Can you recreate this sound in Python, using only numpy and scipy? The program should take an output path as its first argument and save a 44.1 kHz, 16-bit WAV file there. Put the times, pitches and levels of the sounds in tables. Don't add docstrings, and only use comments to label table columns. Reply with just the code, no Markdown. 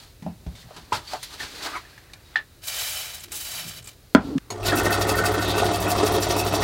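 import sys
import numpy as np
from scipy import signal
from scipy.fft import rfft, irfft, next_fast_len
from scipy.io import wavfile
from scipy.ndimage import uniform_filter1d

SR = 44100
rng = np.random.default_rng(int(sys.argv[2]) if len(sys.argv) > 2 else 0)


def materialize(psi):
    bounded = np.clip(np.atleast_2d(psi).T, -1, 1)
    quanta = np.round(bounded * 32767).astype(np.int16)
    wavfile.write(sys.argv[1], SR, quanta)


def voltage_ratio(decibels):
    exponent = np.asarray(decibels, float) / 20
    return 10 ** exponent


N = 292559
TIME = np.arange(N) / SR

# frequency [Hz], density [dB per Hz].
ROOM_SPECTRUM = [(18, -32), (42, 0), (114, -1.5), (195, -16), (363, -14), (988, -26), (1650, -25.5),
                 (3520, -27.5), (3820, -23), (5570, -28.5), (7710, -30.5), (16000, -31.5)]
# frequency [Hz], density [dB per Hz].
STANDBY_SPECTRUM = [(30, -12), (70, 2), (150, -7), (350, -1), (550, -26), (1150, -8), (2500, -18),
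                    (5000, -40), (16000, -70)]
# hits and handling break off, then resume, both in seconds [s].
GAP = (4.386, 4.502)
# frequency [Hz], density [dB per Hz].
CLOTH_SPECTRUM = [(880, -23), (1500, -7), (2340, -5.5), (4420, 2), (5280, -5), (12900, -17.5), (16000, -20)]
# frequency [Hz], density [dB per Hz].
SCRAPE_SPECTRUM = [(150, -56), (250, -10), (420, -2.5), (512, -17), (593, -5), (818, -5), (3000, -16),
                   (3900, -66), (6600, -120)]
# peak [s], level [dB], swell [s], fade [s], both over 20 dB.
SLEEVE_STROKES = [(.03, -51, 0.33, 0.13), (.62, -51, 0.18, 0.052), (.776, -53, 0.24, 0.32),
                  (.95, -32, 0.031, 0.056), (1.135, -38, 0.13, 0.086), (1.235, -39, 0.036, 0.081),
                  (1.34, -41.5, 0.11, 0.076), (1.407, -37.5, 0.035, 0.12), (1.56, -44, 0.48, 0.24),
                  (1.66, -34, 0.13, 0.079), (1.763, -42, 0.17, 0.086), (1.9, -56, 0.47, 0.33),
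                  (2.318, -59, .26, .05), (4.25, -51, 0.14, 0.29), (4.52, -45, 0.034, 0.037)]
# peak [s], level [dB], swell [s], fade [s], can resonance [Hz].
CAN_RUBS = [(.044, -52.5, .3, 0.11, 1100), (.3, -46, .03, 0.073, 672), (.5, -53.5, 0.15, 0.41, 714),
            (.776, -46, 0.21, 0.2, 1220), (.95, -32.5, 0.038, .11, 1130), (1.125, -38, 0.073, 0.025, 1170),
            (1.15, -27.5, 0.031, 0.045, 915), (1.34, -39.5, 0.07, 0.058, 1090),
            (1.407, -34.5, 0.032, 0.16, 1780), (1.56, -43, 0.093, 0.9, 1820),
            (1.669, -25.5, 0.079, 0.056, 1340), (1.763, -31, 0.14, 0.049, 1440),
            (2.15, -65, 0.04, 0.034, 1460), (2.4, -38, 0.1, 0.035, 1720), (4.18, -27.5, 0.017, 0.087, 714),
            (4.26, -44, 0.06, 0.56, 776), (4.52, -58, 0.023, 0.055, 864)]
# peak [s], level [dB], swell [s], fade [s], resonance [Hz].
WEIGHT_SHIFTS = [(.54, -37, 0.24, 0.43, 109), (.92, -40.5, 0.25, 0.19, 243), (1.7, -40, 0.53, 0.012, 330),
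                 (3.15, -48, 0.041, 0.39, 101), (3.68, -37.5, 0.21, 0.14, 148),
                 (3.78, -36.5, 0.34, 0.17, 103), (4.19, -24, .012, 0.45, 236),
                 (4.32, -24.5, 0.11, 0.2, 252)]
# start [s], peak [dB], body [Hz], T60 [s].
BODY_BUMPS = [(.223, -30, 180, 0.21), (0.261, -23, 192, 0.17), (0.274, -36, 70, 0.26),
              (0.464, -26, 160, 0.12), (0.471, -24.5, 70.6, 0.24), (0.927, -35, 104, 0.36),
              (2.25, -55, 3800, 0.44), (3.25, -44.5, 334, 0.96), (4.154, -30, 60, 0.93),
              (4.506, -42, 412, .3), (4.756, -22, 299, 0.23), (5.905, -22, 710, 0.15)]
# start [s], peak [dB], body [Hz], T60 [s], crack [dB].
HOLLOW_TAPS = [(0.264, -23.5, 686, 0.073, -29), (.465, -39.5, 660, 0.044, 1),
               (.552, -44.5, 3640, 0.33, 0.5), (.707, -34, 610, 0.033, -10), (.764, -37, 980, 0.076, 8),
               (0.9212, -12.5, 953, 0.093, -18), (0.9212, -22.5, 392, 0.049, -25),
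               (.926, -19.5, 1335, 0.13, 1), (1.074, -33, 4550, 0.15, -18.5), (1.134, -19, 764, 0.03, -1),
               (1.229, -35, 2020, 0.13, -10), (1.402, -26.5, 1810, 0.11, -6), (1.43, -32, 1600, 0.14, 4.5),
               (1.733, -33, 1250, .05, -10), (1.742, -27, 1320, .05, -14), (1.753, -27, 1280, 0.049, -18),
               (1.753, -27, 2150, 0.04, -13), (1.763, -25, 1070, 0.061, -14),
               (1.764, -28, 2190, 0.056, -17), (1.774, -33, 2030, .05, -10), (1.85, -41, 1790, 0.04, -11.5),
               (1.93, -45, 1740, 0.037, -15), (2.098, -47, 1840, .05, -15),
               (2.135, -39.5, 2330, 0.029, -24), (2.156, -54, 1670, 0.024, -15), (.223, -49, 1940, 0.11, 5),
               (.225, -45, 785, 0.1, -10), (0.264, -54, 2650, 0.17, -15), (.552, -49, 2200, .04, -5),
               (.628, -45, 1900, 0.064, -15), (.688, -46, 650, 0.081, -3), (1.978, -37.5, 1750, 0.05, -3.5),
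               (2.683, -23.5, 3860, .026, -17), (4.721, -16, 1710, 0.041, -24)]
# start [s], peak [dB], centre [Hz], T60 [s],
# crack [dB].
DRY_TICKS = [(1.2296, -33.5, 8900, 0.071, 1.5), (2.134, -33.5, 4000, .04, -1), (2.341, -45, 3500, .05, -12),
             (2.358, -24, 3460, 0.11, -26), (3.197, -37, 8000, .03, -14), (3.205, -34, 7500, .03, -14),
             (3.826, -42, 8000, .03, -14), (3.855, -40, 8500, .03, -14), (3.319, -31, 9000, .12, 1.5),
             (3.842, -38, 7630, 0.085, -9), (3.873, -33, 7500, 0.058, -1.5), (2.359, -27, 1800, .1, -25),
             (4.38, -26, 1600, 0.045, -3), (4.505, -35, 5930, 0.068, 5)]
# frequency [Hz], level [dB], T60 [s].
CAP_MODES = [(743, -18, .1), (880, -15, .1), (1320, -16, .12), (1560, -4, 0.055), (1743, -2, 0.2),
             (1820, 5, 0.12), (2270, -18, .15), (3210, -24, 0.14), (3445, -16, 0.093), (4100, -22, 0.16),
             (4800, -25, 0.15)]
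# start [s], peak [dB].
CAP_SNAPS = [
    (2.3575, 0.5),
]
# frequency [Hz], level [dB], T60 [s].
CAN_MODES = [(250, 9.5, 0.15), (197, 4.5, 0.18), (307, -8.5, 0.093), (415, -10.5, 0.21), (546, -5, 0.11),
             (653, -2, 0.16), (800, -5, 0.079), (998, -6.5, 0.16), (1250, -11, 0.021), (1405, 7, 0.03),
             (1900, -5.5, 0.025), (2640, -21, 0.049), (3220, -3, 0.033), (4250, -10.5, 0.071),
             (4800, -14, 0.045)]
# start [s], level [dB], contact [Hz].
CAN_BLOWS = [
    (4.1493, -3.5, 4950),
    (4.178, -17, 400),
    (4.197, -31, 400),
]
# start [s], level [dB], bench resonance [Hz], T60 [s].
CAN_ROCKS = [(4.222, -18, 240, .08), (4.246, -10, 266, .07), (4.271, -8, 267, .06), (4.289, -11, 250, .07),
             (4.306, -14, 299.5, 0.22), (4.251, -6, 1340, .4), (4.305, -5, 1338, .4),
             (4.353, 1.5, 265, 0.096), (4.354, -12, 160, 0.1), (4.364, -7, 340, 0.048)]
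# frequency [Hz], level [dB], T60 [s].
SWITCH_MODES = [(110, -17, 0.66), (416, -15, 0.38), (1060, -4.5, 0.024), (2200, -8, 0.04),
                (4310, -2.5, 0.022), (6560, -8, 0.12), (6800, -12, 0.17)]
# start [s], peak [dB].
SWITCH_CLACKS = [
    (4.504, -8.5),
]
# time [s], jet level [dB], gas share of the top end [dB].
VALVE_PRESSES = [
    [(2.612, -73, -3), (2.616, -52, -16), (2.64, -36, -8), (2.67, -40.5, 1.5), (2.682, -31.5, -0.5),
     (2.714, -32, -9), (2.798, -27.5, -7.5), (2.912, -31.5, -5), (3.0, -32, -7.5)],
    [(3.0, -31, -7.5), (3.132, -39, -10.5), (3.148, -36.5, -4.5), (3.196, -42, -15), (3.224, -42.5, -9),
     (3.24, -38.5, -5), (3.274, -51, -21), (3.308, -54, -12), (3.314, -44, -16)],
    [(3.314, -53, -9), (3.322, -55, 17), (3.338, -41, 3.5), (3.476, -37, -4), (3.604, -31.5, -9.5),
     (3.646, -38.5, -11), (3.7, -36, -3)],
    [(3.7, -35.5, -12), (3.744, -43, -10), (3.77, -39, -5), (3.792, -37, -16), (3.834, -50, -22),
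     (3.842, -53, -16), (3.866, -48, -5), (3.874, -46, -9), (3.95, -59, -12)],
]
# frequency [Hz], density [dB per Hz].
JET_SPECTRUM = [(180, -47), (300, -28), (656, -5.5), (1030, -11.5), (1360, -6), (2320, -5), (2980, -2),
                (16000, -6)]
# frequency [Hz], width [Hz], level [dB].
STRAW_PEAKS = [(2360, 200, -3), (3030, 200, 0), (3910, 260, 0), (4620, 180, -2), (5310, 180, -4),
               (6500, 200, -5), (7620, 220, -2), (9920, 260, -2), (12200, 260, -3), (13500, 260, -4)]
# multiple of the turn rate [1], level [dB].
PULLEY_ORDERS = [(8, -50), (9, -44), (10, -37), (13, -49), (14, -43), (29, -40)]
# frequency [Hz], density [dB per Hz].
RUMBLE_SPECTRUM = [(65, -18), (110, -6), (226, -6.5), (415, 0), (489, -4.5), (708, 0), (851, -5),
                   (1430, -10.5), (1590, -22), (1840, -16), (2430, -25), (2620, -23), (9000, -27.5),
                   (11700, -44), (19800, -120)]
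# frequency [Hz], width [Hz], level [dB].
HEAD_PEAKS = [(300.6, 47, -9), (359, 33, -5), (388.4, 29, -13.5), (424.3, 35, -4), (543.4, 37, -13),
              (235.7, 14, -11.5), (1270, 18, -4), (659, 23, -12), (706, 33, -9), (944, 18, -7.5),
              (1168, 40, -10), (3270, 52, 4.5)]
# frequency [Hz], width [Hz], level [dB].
FAN_PEAKS = [(1390, 150, 8), (1462, 45, 9), (1508, 45, 6), (1650, 600, 4), (1832, 80, 7), (2010, 140, -2)]
# start [s], peak [dB].
FAN_RATTLES = [(4.654, -23), (4.6872, -23), (4.7211, -17), (4.76, -19), (4.792, -14), (4.8536, -13.5),
               (4.89, -13), (4.934, -17.5), (4.9985, -30), (5.047, -26), (5.0848, -27), (5.135, -22),
               (5.1806, -17), (5.23, -15), (5.2799, -20), (5.337, -20), (5.384, -19), (5.4191, -20),
               (5.464, -19), (5.5323, -15), (5.5776, -11), (5.6276, -12), (5.6805, -13), (5.7493, -22),
               (5.8162, -28), (5.864, -17), (5.8945, -22), (5.9279, -38), (5.9798, -30), (6.0252, -21),
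               (6.0616, -22), (6.113, -27), (6.1783, -26), (6.2217, -24), (6.297, -25), (6.3988, -34),
               (6.4702, -40), (6.529, -33), (6.5665, -38), (6.6153, -21)]
# frequency [Hz], width [Hz].
PLATE_MODES = [(3700, 350), (5520, 150), (5860, 150), (4600, 250)]
# peak [s], plate ring [dB], swell [s], fade [s].
FEED_PUSHES = [
    (4.68, -36.5, .05, 0.77),
    (5.47, -26.5, 0.082, 0.36),
    (6.15, -33, 0.48, 0.97),
    (6.6, -38, 0.24, 0.35),
]
# frequency [Hz], density [dB per Hz].
BELT_SPECTRUM = [(1060, -33), (1800, -7), (2410, -10), (3770, -1.5), (5100, -0.5), (5700, -8.5),
                 (7630, -7.5), (13000, -11.5), (16000, -13.5)]
# frequency [Hz], width [Hz], level [dB].
GUARD_PEAKS = [(2616, 97, -1), (5540, 125, 1), (5870, 61, 8.5), (4617, 160, -10), (8870, 120, -9),
               (8240, 55, -14), (6530, 250, -1), (7230, 83, 2.5), (9700, 210, -3), (9800, 60, -8),
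               (12750, 220, 0), (13400, 110, -4), (14000, 80, -5)]
# start [s], entry [dB], squeeze [dB], bright squeeze [dB].
BELT_JOINTS = [(4.63, -32, -21, -25.5), (4.754, -16.5, -25.5, -24.5), (4.8319, -21, -27.5, -29),
               (4.906, -21, -24.5, -27.5), (4.993, -24, -26, -28), (5.07, -25, -28, -26),
               (5.1542, -19, -27.5, -29.5), (5.235, -29, -26.5, -25), (5.3168, -25, -34, -36),
               (5.395, -28, -27.5, -28), (5.4784, -23, -27, -31.5), (5.557, -25, -28, -29),
               (5.643, -24, -28.5, -34), (5.7164, -31, -27, -27), (5.8024, -19, -31, -31),
               (5.88, -24, -28, -26.5), (5.962, -25, -27.5, -32.5), (6.044, -24, -26, -26.5),
               (6.12, -20, -27.5, -29.5), (6.201, -22.5, -23.5, -24.5), (6.2856, -27, -22, -27),
               (6.3639, -19.5, -38, -28), (6.447, -23, -27.5, -30), (6.5256, -24.5, -27, -27),
               (6.6054, -24, -27, -33)]

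TURN_HZ = 6.19
START_S, GRIP_S, RUN_UP_S = 4.504, 4.595, .095
LOAD_S, LOAD_GROWS_S = 5.12, 0.67


def ramp(start, length):
    return np.clip((TIME - start) / length, 0, 1)


def rms_one(x):
    return x / np.sqrt(np.mean(x ** 2) + 1e-20)


def white_noise():
    return rng.standard_normal(N)


def butter(x, order, hz, kind="low"):
    return signal.sosfilt(signal.butter(order, hz, kind, fs=SR, output="sos"), x)


def peak(x, hz, width):
    r = np.exp(-np.pi * width / SR)
    return signal.lfilter([(1 - r * r) / 2, 0, (r * r - 1) / 2], [1, -2 * r * np.cos(2 * np.pi * hz / SR), r * r], x)


def steep_peak(x, hz, width):
    return peak(peak(x, hz, width), hz, width)


def moving_peak(x, centre_hz, pitches, sharp):
    out = np.zeros(N)
    for hz in pitches:
        near = np.exp(-(sharp * np.log(np.maximum(centre_hz, 1) / hz)) ** 2)
        out += near * rms_one(steep_peak(x, hz, 0.37 * hz))
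    return out


def drift(rate):
    r = np.exp(-80 * np.pi * rate / SR)
    slow = signal.lfilter([1], [1, -2 * r, r * r], rng.standard_normal(N // 40 + 2002))[2000:]
    return np.interp(np.arange(N) / 40, np.arange(len(slow)), rms_one(slow))


def grainy(flicker_db, rate):
    return white_noise() * voltage_ratio(flicker_db * drift(rate))


def colour(x, spectrum, peaks=(), lift_db=6.0, wander_db=0, rate=8.0):
    size = next_fast_len(N)
    hz = np.fft.rfftfreq(size, 1 / SR) + 1
    corner_hz, corner_db = np.transpose(spectrum)
    db = np.interp(np.log(hz), np.log(corner_hz), corner_db)
    smooth = irfft(rfft(x, size) * voltage_ratio(db), size)[:N]
    out = smooth.copy()
    for top_hz, width, level_db in peaks:
        gain_db = lift_db + 0.77 * level_db + wander_db * drift(rate)
        out += voltage_ratio(gain_db) * steep_peak(smooth, top_hz, width)
    return rms_one(out)


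def in_time(spans):
    out = np.full((len(spans[0][0]) - 1, N), -120.)
    for rows in spans:
        s, *columns = np.transpose(rows)
        inside = (TIME >= s[0]) & (TIME <= s[-1])
        out[:, inside] = [np.interp(TIME[inside], s, c) for c in columns]
    return out


def strokes(rows):
    rows, t = np.array(rows), TIME[::32]
    since = t - rows[:, [0]]
    length = np.maximum(np.where(since < 0, rows[:, [2]], rows[:, [3]]), .003)
    power = voltage_ratio(rows[:, [1]] - 20 * np.abs(since) / length) ** 2 + 1e-30
    total = power.sum(axis=0)
    hz = np.exp((power * np.log(np.abs(rows[:, [-1]]))).sum(axis=0) / total)
    return np.interp(TIME, t, 10 * np.log10(total)), np.interp(TIME, t, hz)


def latest(starts):
    return np.clip(np.searchsorted(starts, TIME) - 1, 0, None)


def strike(hits, modes, damping):
    out = np.zeros(N)
    for s, blow_db, contact_hz in hits:
        first = int(s * SR)
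        t = TIME[:min(SR // 2, N - first)]
        build_up = 1 - np.exp(-3.0 * contact_hz * t)
        for k, (hz, level_db, t60) in enumerate(modes):
            fade = voltage_ratio(blow_db + level_db - 60 * t / np.clip(damping * t60, .01, .4))
            fade = fade * build_up / (1 + (hz / contact_hz) ** 2)
            sign = -1 if k == 0 else 1
            out[first:first + len(t)] += sign * fade * np.sin(2 * np.pi * hz * t)
    return out


def room(x):
    t, t60 = TIME[:SR // 3], 0.13
    low = signal.lfilter([.2], [1, -.8], rng.standard_normal(len(t))) * voltage_ratio(-60 * t / t60)
    high = 0.16 * rng.standard_normal(len(t)) * voltage_ratio(-60 * t / (0.154 * t60))
    tail = butter((low + high) * (t > .004), 2, 170, "high")
    return signal.fftconvolve(x, tail / np.sqrt(np.sum(tail ** 2)))[:N]


def room_tone():
    duck_db = -14 * np.exp(-((TIME - 4.205) / .03) ** 2)
    return voltage_ratio(-51 + duck_db + 0.09 * drift(27.0)) * colour(white_noise(), ROOM_SPECTRUM)


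def standby():
    return voltage_ratio(-58.0) * (TIME > GAP[0]) * colour(white_noise(), STANDBY_SPECTRUM)


def handling():
    cloth_db, _ = strokes(SLEEVE_STROKES)
    cloth = voltage_ratio(cloth_db + 2.0) * colour(grainy(1.1, 60), CLOTH_SPECTRUM)
    scrape_db, can_hz = strokes(CAN_RUBS)
    rub = grainy(0.35, 60)
    scrape = 0.93 * colour(rub, SCRAPE_SPECTRUM)
    scrape += 0.58 * moving_peak(rub, can_hz, np.geomspace(600, 2400, num=7), 2.2)
    thud_db, thud_hz = strokes(WEIGHT_SHIFTS)
    thud = moving_peak(grainy(4.2, 24), thud_hz, np.geomspace(60, 400, num=7), 2.03)
    return cloth + voltage_ratio(scrape_db - 6.5) * scrape + voltage_ratio(thud_db - 8.0) * thud


def taps():
    out, t = np.zeros(N), TIME[:SR // 4]
    rows = [(*row, -24, 99) for row in BODY_BUMPS]
    rows += [(*row, 310) for row in HOLLOW_TAPS]
    rows += [(*row, 2000) for row in DRY_TICKS]
    for s, db, hz, t60, crack_db, width in rows:
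        white = rng.standard_normal((2, len(t)))
        click = 5.8 * np.sqrt(1000 / width) * (t == 0)
        rattle = white[0] * voltage_ratio(-60 * t / max(t60, .01)) + click
        body = steep_peak(rattle, hz, 0.71 * width)
        edge_hz = min(1.08 * hz + 3500, .4 * SR)
        crack = 0.87 * butter(white[1], 2, edge_hz) * voltage_ratio(crack_db - 60 * t / max(1.46 * t60, .01))
        first = int(s * SR)
        out[first:first + len(t)] += voltage_ratio(db) * (body / np.abs(body).max() + crack)
    return out


def cap_snap():
    hits = [(s, db - 14.0, 9000) for s, db in CAP_SNAPS]
    return strike(hits, CAP_MODES, 0.42) * ramp(CAP_SNAPS[0][0], 0.00088)


def can_set_down():
    can = strike(CAN_BLOWS, CAN_MODES, 0.22)
    for s, db, hz, t60 in CAN_ROCKS:
        can += strike([(s, db, 150)], [(hz, 0, t60)], 1)
    since = np.maximum(TIME - CAN_BLOWS[0][0], 0)
    fade = voltage_ratio(-18 - 60 * since / 0.018) + voltage_ratio(-32 - 60 * since / 0.092)
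    slap = (since > 0) * fade * butter(white_noise(), 2, 4800)
    return can + slap


def power_switch():
    return strike([(s, db - 14.0, 20000) for s, db in SWITCH_CLACKS], SWITCH_MODES, 0.85)


def spray():
    jet_db, gas_db = in_time(VALVE_PRESSES)
    sputter_db = np.clip(2.5 + 0.32 * (-41.5 - jet_db), .5, 4.0)
    jet = colour(grainy(sputter_db, 52), JET_SPECTRUM, STRAW_PEAKS, lift_db=0.3, wander_db=3.5, rate=10.5)
    body = signal.sosfiltfilt(signal.butter(1, 5500, fs=SR, output="sos"), jet)
    top = signal.sosfiltfilt(signal.butter(4, 10200, "high", fs=SR, output="sos"), jet)
    upper = jet - body - top
    return voltage_ratio(jet_db + 4.5) * (body + upper * voltage_ratio(1.27 * gas_db + 4.5) + top * voltage_ratio(gas_db + 3.0))


def mains_hum():
    rise_db = -16 * (1 - ramp(START_S, 0.17))
    load_db = -1.5 * ramp(LOAD_S, LOAD_GROWS_S)
    cut_out_db = -31 * np.exp(-((TIME - 4.8) / 0.012) ** 2)
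    hum_db = -30.5 + rise_db + load_db + cut_out_db
    return (TIME > START_S) * voltage_ratio(hum_db + 3.0) * np.sin(2 * np.pi * 100.1 * TIME)


def pulley_wobble():
    speed = ramp(4.45, 0.46) ** 0.47
    turns = np.cumsum(speed) * TURN_HZ / SR
    out = np.zeros(N)
    for k, db in PULLEY_ORDERS:
        out += voltage_ratio(db + 1.5 + 0.4 * drift(4.9)) * np.sin(2 * np.pi * (k * (turns + .49) + 0.13))
    return out * ramp(4.55, 0.15)


def rattling():
    rise_s, fade_s, bed_db = .008, .032, -11
    s, db = np.transpose(FAN_RATTLES)
    k = latest(s)
    since = np.maximum(TIME - s[k], 0)
    trend_db = np.interp(TIME, s, uniform_filter1d(db, size=7))
    burst = voltage_ratio(db[k] - trend_db - 20 * since / fade_s) * np.clip(since / rise_s, 0, 1) * 2
    return 20 * np.log10(uniform_filter1d(burst, size=101) + voltage_ratio(bed_db))


def head_rumble():
    rumble_db = -25.5 - 11.5 * (1 - ramp(GRIP_S, RUN_UP_S))
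    looped = np.resize(rng.standard_normal(int(SR / TURN_HZ)), N)
    swing_db = 2.96 * drift(122) + 1.3 * drift(26) + .1 * rattling()
    drive = (0.61 * looped + white_noise()) * voltage_ratio(swing_db)
    rumble = colour(drive, RUMBLE_SPECTRUM, HEAD_PEAKS, lift_db=8.0, wander_db=2.2, rate=20.0)
    return (TIME > START_S) * voltage_ratio(rumble_db + 1.5) * rumble


def fan_whir():
    whir_db = -27.5 - 16 * (1 - ramp(GRIP_S, RUN_UP_S)) - 10.5 * ramp(5.39, 0.36)
    air = grainy(1.0, 47) * voltage_ratio(rattling())
    whir = np.zeros(N)
    for hz, width, db in FAN_PEAKS:
        whir += voltage_ratio(db) * voltage_ratio(.5 * drift(19.0)) * rms_one(steep_peak(air, hz, width))
    return (TIME > START_S) * voltage_ratio(whir_db - 6.0) * rms_one(whir)


def chuck():
    turn_db = 7 * np.cos(2 * np.pi * TURN_HZ * (TIME - 5.105))
    return (TIME > 4.63) * voltage_ratio(-44 + turn_db) * rms_one(peak(grainy(6.8, 13), 2610, 70))


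def cutter():
    lower_db, _ = strokes(FEED_PUSHES)
    deeper_db = -45 + 10.5 * np.maximum(TIME - LOAD_S, 0)
    upper_db = np.where(TIME > GRIP_S, deeper_db, -120)
    bite = voltage_ratio(1.5 * np.cos(2 * np.pi * 2 * TURN_HZ * (TIME - 5.265)))
    rings = [rms_one(peak(bite * grainy(3.0, 30), hz, width)) for hz, width in PLATE_MODES]
    return voltage_ratio(lower_db - 4.0) * rings[0] + voltage_ratio(upper_db - 14.0) * sum(rings[1:])


def belt():
    s, entry_db, squeeze_db, bright_db = np.transpose(BELT_JOINTS)
    k = latest(s)
    gone = (TIME - s[k]) / np.diff(s, append=s[-1] + .08067)[k]
    squeeze = np.exp(-((gone - .33) / np.where(gone < .33, .16, .32)) ** 2) * (gone > 0)
    hiss = colour(grainy(2.6, 130), BELT_SPECTRUM, GUARD_PEAKS, lift_db=7.0, wander_db=3.5, rate=14.0)
    low = butter(hiss, 2, 7000)
    full_swish = voltage_ratio(squeeze_db[k] - 1.0) * squeeze ** 0.87 * low * voltage_ratio(1.5 * drift(25))
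    bright_swish = voltage_ratio(bright_db[k]) * squeeze * (hiss - low) * voltage_ratio(1.5 * drift(30))
    entry = voltage_ratio(entry_db[k] - 10.5 - 66 * np.abs(gone) ** 2.04) * (gone > 0)
    thin = entry * butter(grainy(2.0, 150), 3, 8000, "high")
    steady = voltage_ratio(-36.5 + 1.5 * ramp(LOAD_S, LOAD_GROWS_S)) * ramp(4.62, 0.019) * butter(low, 2, 4800)
    return full_swish + bright_swish + thin + steady


def scene():
    before, after = TIME < GAP[0], TIME > GAP[1]
    hits = taps() + cap_snap() + can_set_down() + power_switch()
    early = hits * before
    early = (early + voltage_ratio(-15.0) * room(early)) * before
    late = hits * after + belt()
    late = late + voltage_ratio(-9) * room(late)
    press = mains_hum() + pulley_wobble() + head_rumble() + fan_whir() + chuck() + cutter()
    mid = room_tone() + standby() + handling() * (before | after) + early + spray() + press + late
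    late_copy = np.roll(mid, 150)
    airy = voltage_ratio(-18) * butter(late_copy, 3, 2900, "high")
    side = airy + voltage_ratio(-56) * late_copy + voltage_ratio(-39) * peak(late_copy, 590, 330)
    return np.array([mid + side, mid - side])


def low_pass(x):
    return signal.sosfilt(signal.butter(12, 16150, fs=SR, output="sos"), x)


def record(dry):
    cut = signal.sosfilt(signal.ellip(8, .3, 50, 15900, fs=SR, output="sos"), dry)
    return low_pass(np.clip(cut, -1, 1))


dry = scene()
out = record(dry)
materialize(out)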